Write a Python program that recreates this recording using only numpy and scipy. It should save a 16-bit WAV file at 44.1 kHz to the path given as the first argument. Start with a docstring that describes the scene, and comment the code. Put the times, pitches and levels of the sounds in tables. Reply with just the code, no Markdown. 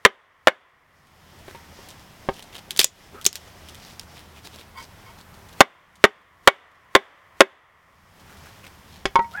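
"""The last echo of a blow just past leads into two hard blows: a wooden baton drives a hatchet into a log.
The log, the baton and the blade's squeak are made of decaying or gliding tones; a chip levered out with
sharp cracks is bursts of noise. Five more blows follow, and the baton is dropped. Shaped noise makes the
cloth rustle, the distant rumble, the shelter's reflections and the echo from the trees. Blows overload the
sound, the gain ducks, and the background slowly returns."""
import sys
import numpy as np
from scipy import signal
from scipy.fft import rfft, irfft
from scipy.io import wavfile
from scipy.ndimage import uniform_filter1d

SR = 44100
rng = np.random.default_rng(int(sys.argv[2]) if len(sys.argv) > 2 else 0)


def ratio(d):
    """dB to gain"""
    e = np.asarray(d, float) / 20
    return 10 ** e


def unload_audio(sound):
    """Save the sound as a 16-bit wav file, at the path given as the first command line argument."""
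    columns = np.transpose(np.atleast_2d(sound))
    # keep every value between -1 and 1, then stretch to whole-number steps
    steps = np.round(np.clip(columns, -1, 1) * 32767)
    wavfile.write(sys.argv[1], SR, steps.astype(np.int16))


N = 414540

# baton hitting the back of the hatchet: [t/s, force level/dB, rebound level/dB, sharpness level/dB]
HATCHET_BLOWS = [(0.0502, 27, -5, 3), (.4716, 24.5, -2, 1), (5.6056, 21, -8.5, 1), (6.04, 20.5, -3.5, -0.5),
                 (6.4742, 26, -6.5, -1.5), (6.9509, 24, -3.5, -3.5), (7.4057, 26.5, -4.5, -1.5)]
# ringing tones of log, stump and hatchet: [f/Hz, level/dB, t60/s before each touch scales it]
LOG_MODES = [(275.4, -11, 0.035), (394, -1.5, 0.099), (460, -4, 0.018), (560.5, 2.5, 0.059),
             (639, -1.5, 0.06), (775, -2.5, 0.088), (932.6, -2, 0.03), (1081, -3.5, 0.091),
             (1190, -4, 0.024), (1395, -2, 0.029), (1570, -6, 0.084), (1929, -5, 0.057),
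             (2215, -4.5, 0.096), (2530, -10.5, 0.026), (3143, -13, 0.01), (3530, -8, 0.038),
             (4120, -18, 0.017), (7150, -19.5, 0.037)]
# colour of the contact noise in a blow: [f/Hz, level/dB per Hz]
SLAP_COLOUR = [(59, -36.5), (100, -20.5), (524, -3), (1830, -3.5), (2520, -10), (3540, -9), (3940, -21.5),
               (16000, -40)]
# ringing tones of the free baton: [f/Hz, level/dB, t60/s before the grip scales it]
BATON_MODES = [(205, -15, .3), (404, -15, .2), (560, -12, .08), (711, -6, .07), (931, 1, .22),
               (1066, 0, .13), (1308, -13, .12), (1480, -12, .12), (1922, -13, .16), (2196, -7, .1),
               (3150, -15, .07), (3450, -22, .07), (4490, -28, .05), (4780, -20, .05)]
# baton touching wood or soil: [t/s, level/dB, freedom to ring 0-1, contact cut-off f/Hz, log answer level/dB]
BATON_KNOCKS = [(1.481, -39, 0.5, 2000, 16), (1.548, -35, 1, 2000, 9), (1.789, -32, 0.7, 700, 4),
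                (2.288, -11.5, 0.03, 1130, 11), (9.0549, -11, 0.16, 3180, 10.5), (9.156, 0.5, 1, 3340, -6),
                (9.191, -2, 0.76, 1460, -3.5), (9.244, -28, 0.66, 2920, -3)]
# a hand sliding along the baton: [t/s, length/s, level/dB]
HAND_SLIDES = [(4.745, .09, -38.5), (5.045, .085, -48)]
# wood fibres snapping: [t/s, level/dB before a common trim, centre f/Hz]
FIBRE_CRACKS = [(1.8873, -34.5, 9960), (1.9041, -36, 5940), (2.425, -29.5, 3986), (2.7076, -14, 3650),
                (2.7631, -21, 3830), (2.7741, -17.5, 8210), (2.79, -12.5, 5000), (2.7926, 9, 3460),
                (2.8009, -1, 5200), (2.805, -0.5, 3300), (2.8112, -4, 3380), (2.8144, -0.5, 2930),
                (2.8301, -10.5, 6770), (2.8334, -7, 4060), (2.844, 7, 6780), (3.2136, -28, 3440),
                (3.2454, -26, 7730), (3.2531, -10.5, 3545), (3.264, 5.5, 6200), (3.329, -21, 5000),
                (3.3555, -13, 5605), (3.6871, -32, 3036), (3.7467, -33, 3200), (3.9957, -23.5, 5100),
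                (5.5271, -40, 3420), (5.9558, -30, 3153)]
# loudness curve of moving cloth and hands: [t/s, level/dB]
RUSTLE_LEVELS = [(1.2, -59.5), (2.7, -57.5), (3.4, -56.5), (5.55, -63.5), (9.4, -61)]
# colour of cloth noise: [f/Hz, level/dB per Hz]
CLOTH_COLOUR = [(150, -32), (250, -0.5), (1240, -6.5), (1760, -8), (2440, -7), (3120, -8), (16000, -19.5)]
# path of the blade's squeak in the cut: [t/s, strongest partial f/Hz, level/dB]
SQUEAK_PATH = [(9.33, 1231, -54), (9.354, 1457, -32.5), (9.368, 1614, -44), (9.376, 1666, -35),
               (9.398, 1674, -31)]
# tones stacked in the squeak: [multiple of the strongest partial, level/dB]
SQUEAK_STACK = [(.5, -12.5), (1.0, 1.5), (1.5, -22), (2.0, -30)]
# colour of the distant rumble: [f/Hz, level/dB per Hz]
RUMBLE_COLOUR = [(15, -23.5), (25, -3.5), (43, -5.5), (102, 1), (175, -13.5), (249, -13.5), (677, -12.5),
                 (887, -9.5), (2220, -17.5), (3250, -24.5), (8590, -29.5), (14800, -29), (16000, -32)]
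# wavering drone: [f/Hz, width of each of two filters/Hz, level/dB]
DRONE_BANDS = [(78, 7.9, -57.5), (156, 110, -56.5)]
# colour of the echo from the trees: [f/Hz, level/dB per Hz]
WOODS_COLOUR = [(150, -53), (250, -22), (521, -10.5), (747, -9), (868, -11.5), (1040, -0.5), (1600, -10),
                (1920, -3.5), (2590, -17.5), (3250, -17.5), (3890, -29), (9000, -43.5), (11700, -74),
                (19800, -120)]
# brushes of sleeve and hand: [t/s at the middle, length/s, level/dB, brightest f/Hz]
SLEEVE_BRUSHES = [(1.518, .16, -48, 1710), (2.385, 0.049, -43, 3000), (2.564, .08, -40.5, 3200),
                  (3.87, 0.26, -50, 5030), (4.18, .09, -47.5, 3540), (4.374, 0.065, -46.5, 2480),
                  (4.461, .06, -43.5, 4070), (4.575, .14, -46.5, 3480), (4.818, 0.086, -43.5, 5000),
                  (5.2, .06, -52, 4070), (8.2, .1, -53, 900), (8.31, 0.12, -52, 1500),
                  (8.465, .08, -50, 1510), (8.66, 0.066, -48, 2480), (8.948, 0.15, -52, 4000),
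                  (9.334, 0.055, -47.5, 3550)]
# blade dragged over the log: [t/s, length/s, level/dB, ring f/Hz]
BLADE_SCRAPES = [(3.12, .06, -44, 377), (3.139, .095, -45.5, 1310)]

# a blow just before the start still echoes and holds the gain down
EARLIER_BLOW_S, EARLIER_FORCE_DB, EARLIER_DUCK_DB = 0.42, 29, 32.5


def rms_one(x):
    """Scale to rms 1, so that a level in dB can be set afterwards."""
    return x / np.sqrt(np.mean(x ** 2) + 1e-20)


def coloured(spectrum, size):
    """Noise of rms 1 whose spectrum follows (Hz, dB) points."""
    hz, db = np.transpose(spectrum)
    grid = np.fft.rfftfreq(size, 1 / SR) + 1
    gain = ratio(np.interp(np.log(grid), np.log(hz), db))
    return rms_one(irfft(rfft(rng.standard_normal(size)) * gain, size))


def drift(rate):
    """Random wander: straight lines between 2 * rate random points a second, which have spread 1."""
    points = rng.standard_normal(int(N / SR * 100))
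    return np.interp(np.arange(N) / SR * rate * 2, np.arange(len(points)), points)


def resonance(x, hz, width_hz):
    """A band around hz, as from a ringing body: two poles, gain 1 on top."""
    r = np.exp(-np.pi * width_hz / SR)
    feedback = [1, -2 * r * np.cos(2 * np.pi * hz / SR), r * r]
    return signal.lfilter([(1 - r * r) / 2, 0, (r * r - 1) / 2], feedback, x)


def low_pass(x, cut_hz):
    """Dull the sound above cut_hz with a second-order filter."""
    return signal.sosfilt(signal.butter(2, min(cut_hz, SR / 2.3), fs=SR, output="sos"), x)


def struck(modes, t, freedom, scatter_db, shift=0):
    """A struck body: decaying tones with new strengths for every touch; peak 1."""
    hz, db, t60 = np.transpose(modes)[:, :, None]
    strength = ratio(db + scatter_db * rng.standard_normal(hz.shape))
    hz = hz * (1 + shift * rng.standard_normal(hz.shape))   # grip and depth of the cut move the tones
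    decay = ratio(-60 * t / (t60 * freedom))
    ring = (strength * decay * np.sin(2 * np.pi * hz * t)).sum(axis=0)
    return ring / np.abs(ring).max()


def add(out, s, sound):
    """Mix a sound in at time s."""
    at = round(s * SR)
    out[at:at + len(sound)] += sound[:len(out) - at]


def blows():
    """The log rings under the blow and its rebound, a slap of noise sits on top; air swishes before."""
    out, t = np.zeros(N), np.arange(SR // 4) / SR
    onset = 1 - np.exp(-t / 0.00042)
    for s, force_db, rebound_db, sharp_db in HATCHET_BLOWS:
        for lag_s, hit_db in (0, 0.0026), (0.0095, rebound_db):
            slap = ratio(sharp_db - 4.5) * coloured(SLAP_COLOUR, len(t)) * ratio(-60 * t / 0.028)
            ring = struck(LOG_MODES, t, 0.83, scatter_db=2.5, shift=0.03)
            add(out, s + lag_s, ratio(force_db + hit_db) * onset * (ring + slap))
        swish = coloured(CLOTH_COLOUR, size=2100) * ratio(-16.5 * np.linspace(1, 0, num=2100))
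        add(out, s - len(swish) / SR, ratio(-43.5) * swish)
    return signal.sosfilt(signal.butter(4, 200, "high", fs=SR, output="sos"), out)


def baton():
    """Knocks ring as freely as the grip allows; the log answers, with contact grit and a low thump."""
    out, t = np.zeros(N), np.arange(SR // 2) / SR
    onset = 1 - np.exp(-t / 0.00066)
    grit_fade = ratio(-60 * t / 0.037) + ratio(5.5 - 60 * t / 0.0031)
    for s, level_db, freedom, cut_hz, log_db in BATON_KNOCKS:
        hiss = low_pass(rng.standard_normal(len(t)), 2 * cut_hz)
        grit = rms_one(resonance(hiss, cut_hz / 2, cut_hz)) * grit_fade
        grit = ratio(log_db - 16) * grit   # grit grows with the log's answer
        knock = struck(BATON_MODES, t, freedom, scatter_db=7.0)
        knock = knock + ratio(log_db) * struck(LOG_MODES, t, 0.5, scatter_db=2.5)
        # hard landings shake the soil
        thump = ratio(-27 + log_db - 9000 / cut_hz) * np.sin(2 * np.pi * 45 * t) * ratio(-60 * t / 0.18)
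        add(out, s, onset * ratio(level_db) * (low_pass(knock, cut_hz) + grit + thump))
    return out


def faint_ticks():
    """Faint ticks of bark and chips at random moments, centred between 3 and 6 kHz."""
    ticks_per_s, softest_db, mean_extra_db = 3.0, -48, 1
    chance = rng.random((round(ticks_per_s * N / SR), 3))
    return [(s * N / SR, softest_db - mean_extra_db * np.log(1 - size), 3000 * 2 ** hue)
            for s, size, hue in chance]


def cracks():
    """Each snap is a noise burst, partly in a resonance; each also taps the log, dense splinters follow."""
    out, tearing, t = np.zeros(N), np.zeros(N), np.arange(SR // 8) / SR
    snap_fade = ratio(-60 * t / 0.004) + ratio(-14 - 60 * t / 0.024)
    for s, level_db, hz in FIBRE_CRACKS + faint_ticks():
        white = rng.standard_normal(len(t))
        colour = rms_one(resonance(white, hz, hz / 5)) + 0.5 * rms_one(resonance(white, 4000, 9000))
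        tap = ratio(-16.5 + 0.1 * level_db) * struck(LOG_MODES, t, 0.4, scatter_db=7.0)
        add(out, s, ratio(level_db - 2.0) * (colour * snap_fade + tap))
        # fibres go on tearing after each snap, at half its dB
        add(tearing, s, ratio(-24 + 0.5 * level_db - 60 * t / 0.074) * (1 - np.exp(-t / 0.0038)))
    sizes = ratio(4 * np.minimum(rng.exponential(1, N), 4)) * rng.choice([-1, 1], N)
    splinters = sizes * (rng.random(N) < 1200 / SR)   # about 1200 a second
    splinters = resonance(splinters, 3400, 1500) + 0.6 * resonance(splinters, 4800, 6000)
    return out + tearing * rms_one(splinters)


def squeak():
    """The blade sticks and slips in the cut: a gliding stack of partials, uneven in level."""
    s, hz, db = np.transpose(SQUEAK_PATH)
    t = np.arange(N) / SR
    pitch_hz = np.interp(t, s, hz) * (1 + 0.0098 * drift(45))
    phase = 2 * np.pi * np.cumsum(pitch_hz) / SR
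    stack = sum(ratio(level) * np.sin(k * phase) for k, level in SQUEAK_STACK)
    level = ratio(np.interp(t, s, db, left=-120) + 1.5 * drift(48))
    roughness = 1 + 0.5 * rms_one(low_pass(rng.standard_normal(N), 250))
    return np.sqrt(2) * stack * level * roughness


def rub(length_s):
    """Uneven friction noise: its level jumps every 120 samples."""
    unevenness = ratio(2.5 * np.repeat(rng.standard_normal(100), 120))
    return (rng.standard_normal(12000) * unevenness)[:round(length_s * SR)]


def slides():
    """A palm rubs noise into the upper tones of the baton, with a lift toward the treble."""
    out = np.zeros(N)
    for s, length_s, db in HAND_SLIDES:
        noise = rub(length_s)
        rung = np.zeros(len(noise))
        for hz, mode_db, _ in BATON_MODES:
            if hz > 800:
                band = resonance(resonance(noise, hz, 0.04 * hz), hz, 0.04 * hz)
                rung += ratio(0.9 * mode_db) * np.sqrt(hz) * rms_one(band)
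        add(out, s, ratio(db) * np.sqrt(np.hanning(len(noise))) * rms_one(rms_one(rung) + noise / 8))
    return out


def scrapes():
    """The dragged blade rubs noise into a resonance of the log."""
    out = np.zeros(N)
    for s, length_s, db, hz in BLADE_SCRAPES:
        noise = rub(length_s)
        rung = rms_one(resonance(noise, hz, 120))
        add(out, s, ratio(db) * np.sqrt(np.hanning(len(noise))) * rms_one(rung + noise / 8))
    return out


def bumps():
    """Knees and hands nudge the log: soft dull taps at random moments, as lively as the rustle."""
    bumps_per_s, over_rustle_db, cut_hz = 11, 19, 640
    out, t = np.zeros(N), np.arange(SR // 8) / SR
    for s, size in rng.random((round(bumps_per_s * N / SR), 2)) * [N / SR, 1]:
        db = np.interp(s, *np.transpose(RUSTLE_LEVELS)) + over_rustle_db - 1.0 * np.log(1 - size)
        tap = struck(LOG_MODES, t, 0.8, scatter_db=6.5, shift=0.08)
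        add(out, s, ratio(db) * low_pass(low_pass(tap, cut_hz), cut_hz))
    return out


def brushes():
    """Short swells of grainy cloth noise, each with its own bright region."""
    out = np.zeros(N)
    for s, length_s, db, hz in SLEEVE_BRUSHES:
        fine = 5.2 * np.repeat(rng.standard_normal(400), 40)
        coarse = 1.8 * np.repeat(rng.standard_normal(32), 500)
        cloth = coloured(CLOTH_COLOUR, size=16000) * ratio(fine + coarse)
        cloth = rms_one(cloth + rms_one(resonance(cloth, hz, hz / 3)))[:round(length_s * SR)]
        add(out, s - length_s / 2, ratio(db) * np.hanning(len(cloth)) ** 0.4 * cloth)
    return out


def shelter(x):
    """Quick dull reflections from the walls and woodpile: fading noise that starts after 4 ms."""
    level_db, t60_s, cut_hz = -20, 0.12, 5800
    t = np.arange(SR // 3) / SR
    reflections = low_pass(rng.standard_normal(len(t)), cut_hz) * ratio(-60 * t / t60_s) * (t > 0.004)
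    return signal.fftconvolve(x, ratio(level_db) * reflections / np.linalg.norm(reflections))[:N]


def echoes():
    """Countless trunks scatter each blow back as a long diffuse tail."""
    level_db, t60_s = -54, 1.61
    out, t = np.zeros(N + SR), np.arange(2 * SR) / SR   # one spare second ahead for the earlier blow
    for s, force_db, *_ in [(-EARLIER_BLOW_S, EARLIER_FORCE_DB)] + HATCHET_BLOWS:
        near = coloured(SLAP_COLOUR, len(t)) * ratio(10.0 - 60 * t / 0.53)   # the closest trunks keep the treble
        far = coloured(WOODS_COLOUR, len(t)) * ratio(-60 * t / t60_s)
        add(out, s + 1, ratio(force_db + level_db) * (near + far) * (1 - np.exp(-t / 0.01)))
    return out[SR:]


def rumble():
    """Distant rumble: shaped noise whose level wanders slowly."""
    return ratio(-51 + 1.0 * drift(1.0)) * coloured(RUMBLE_COLOUR, N)


def drone():
    """Wavering drone: one noise through narrow bands, each filtered twice."""
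    white, out = rng.standard_normal(N), np.zeros(N)
    for hz, width_hz, db in DRONE_BANDS:
        band = rms_one(resonance(resonance(white, hz, width_hz), hz, width_hz))
        out += ratio(db + 0.65 * drift(0.97)) * band
    return out


def rustle():
    """Cloth rubs in countless small grains: noise with an uneven level and wandering bright bands."""
    s, db = np.transpose(RUSTLE_LEVELS)
    grain = ratio(1.8 * np.minimum(rng.exponential(1, N), 6))
    cloth = rms_one(coloured(CLOTH_COLOUR, N) * uniform_filter1d(grain, size=20))
    folds = np.zeros(N)
    for hz in (700, 1900, 3200, 5200):   # folds brighten patch by patch
        folds += ratio(-8.5 + 2.6 * drift(7.7)) * rms_one(resonance(cloth, hz, hz / 4))
    return ratio(np.interp(np.arange(N) / SR, s, db) + 2.5 * drift(4.1)) * (cloth + folds)


def scene():
    """All sources with their echoes."""
    near = blows() + baton() + cracks() + squeak() + slides() + scrapes() + bumps()
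    return (near + shelter(near) + brushes() + echoes() + rumble() + drone() + rustle())[None]


def roll_off(x):
    """The treble ends steeply here."""
    return signal.sosfilt(signal.butter(12, 16470, fs=SR, output="sos"), x)


def record(dry):
    """Gain control ducks on loud sound and recovers at a steady rate; the first milliseconds overload."""
    threshold_db, release_db_per_s = -15.5, 33
    detector_s, attack_s, reaction_s = 0.012, 0.011, 0.0025
    t = np.arange(N) / SR
    r = np.exp(-1 / (detector_s * SR))
    level_db = 10 * np.log10(signal.lfilter([1 - r], [1, -r], dry[0] ** 2) + 1e-12)
    excess = np.maximum(level_db - threshold_db, 0)
    excess[0] = EARLIER_DUCK_DB - release_db_per_s * EARLIER_BLOW_S
    # hold each peak, letting it fall in a straight line of dB
    held = np.maximum.accumulate(excess + release_db_per_s * t) - release_db_per_s * t
    r = np.exp(-1 / (attack_s * SR))
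    duck_db = signal.lfilter([1 - r], [1, -r], held, zi=[held[0] * r])[0]
    duck_db = np.interp(t - reaction_s, t, duck_db)   # the gain starts to fall late
    overloaded = np.clip(dry * ratio(-duck_db), -1, 1)
    return roll_off(overloaded)


dry = scene()
out = record(dry)
unload_audio(out)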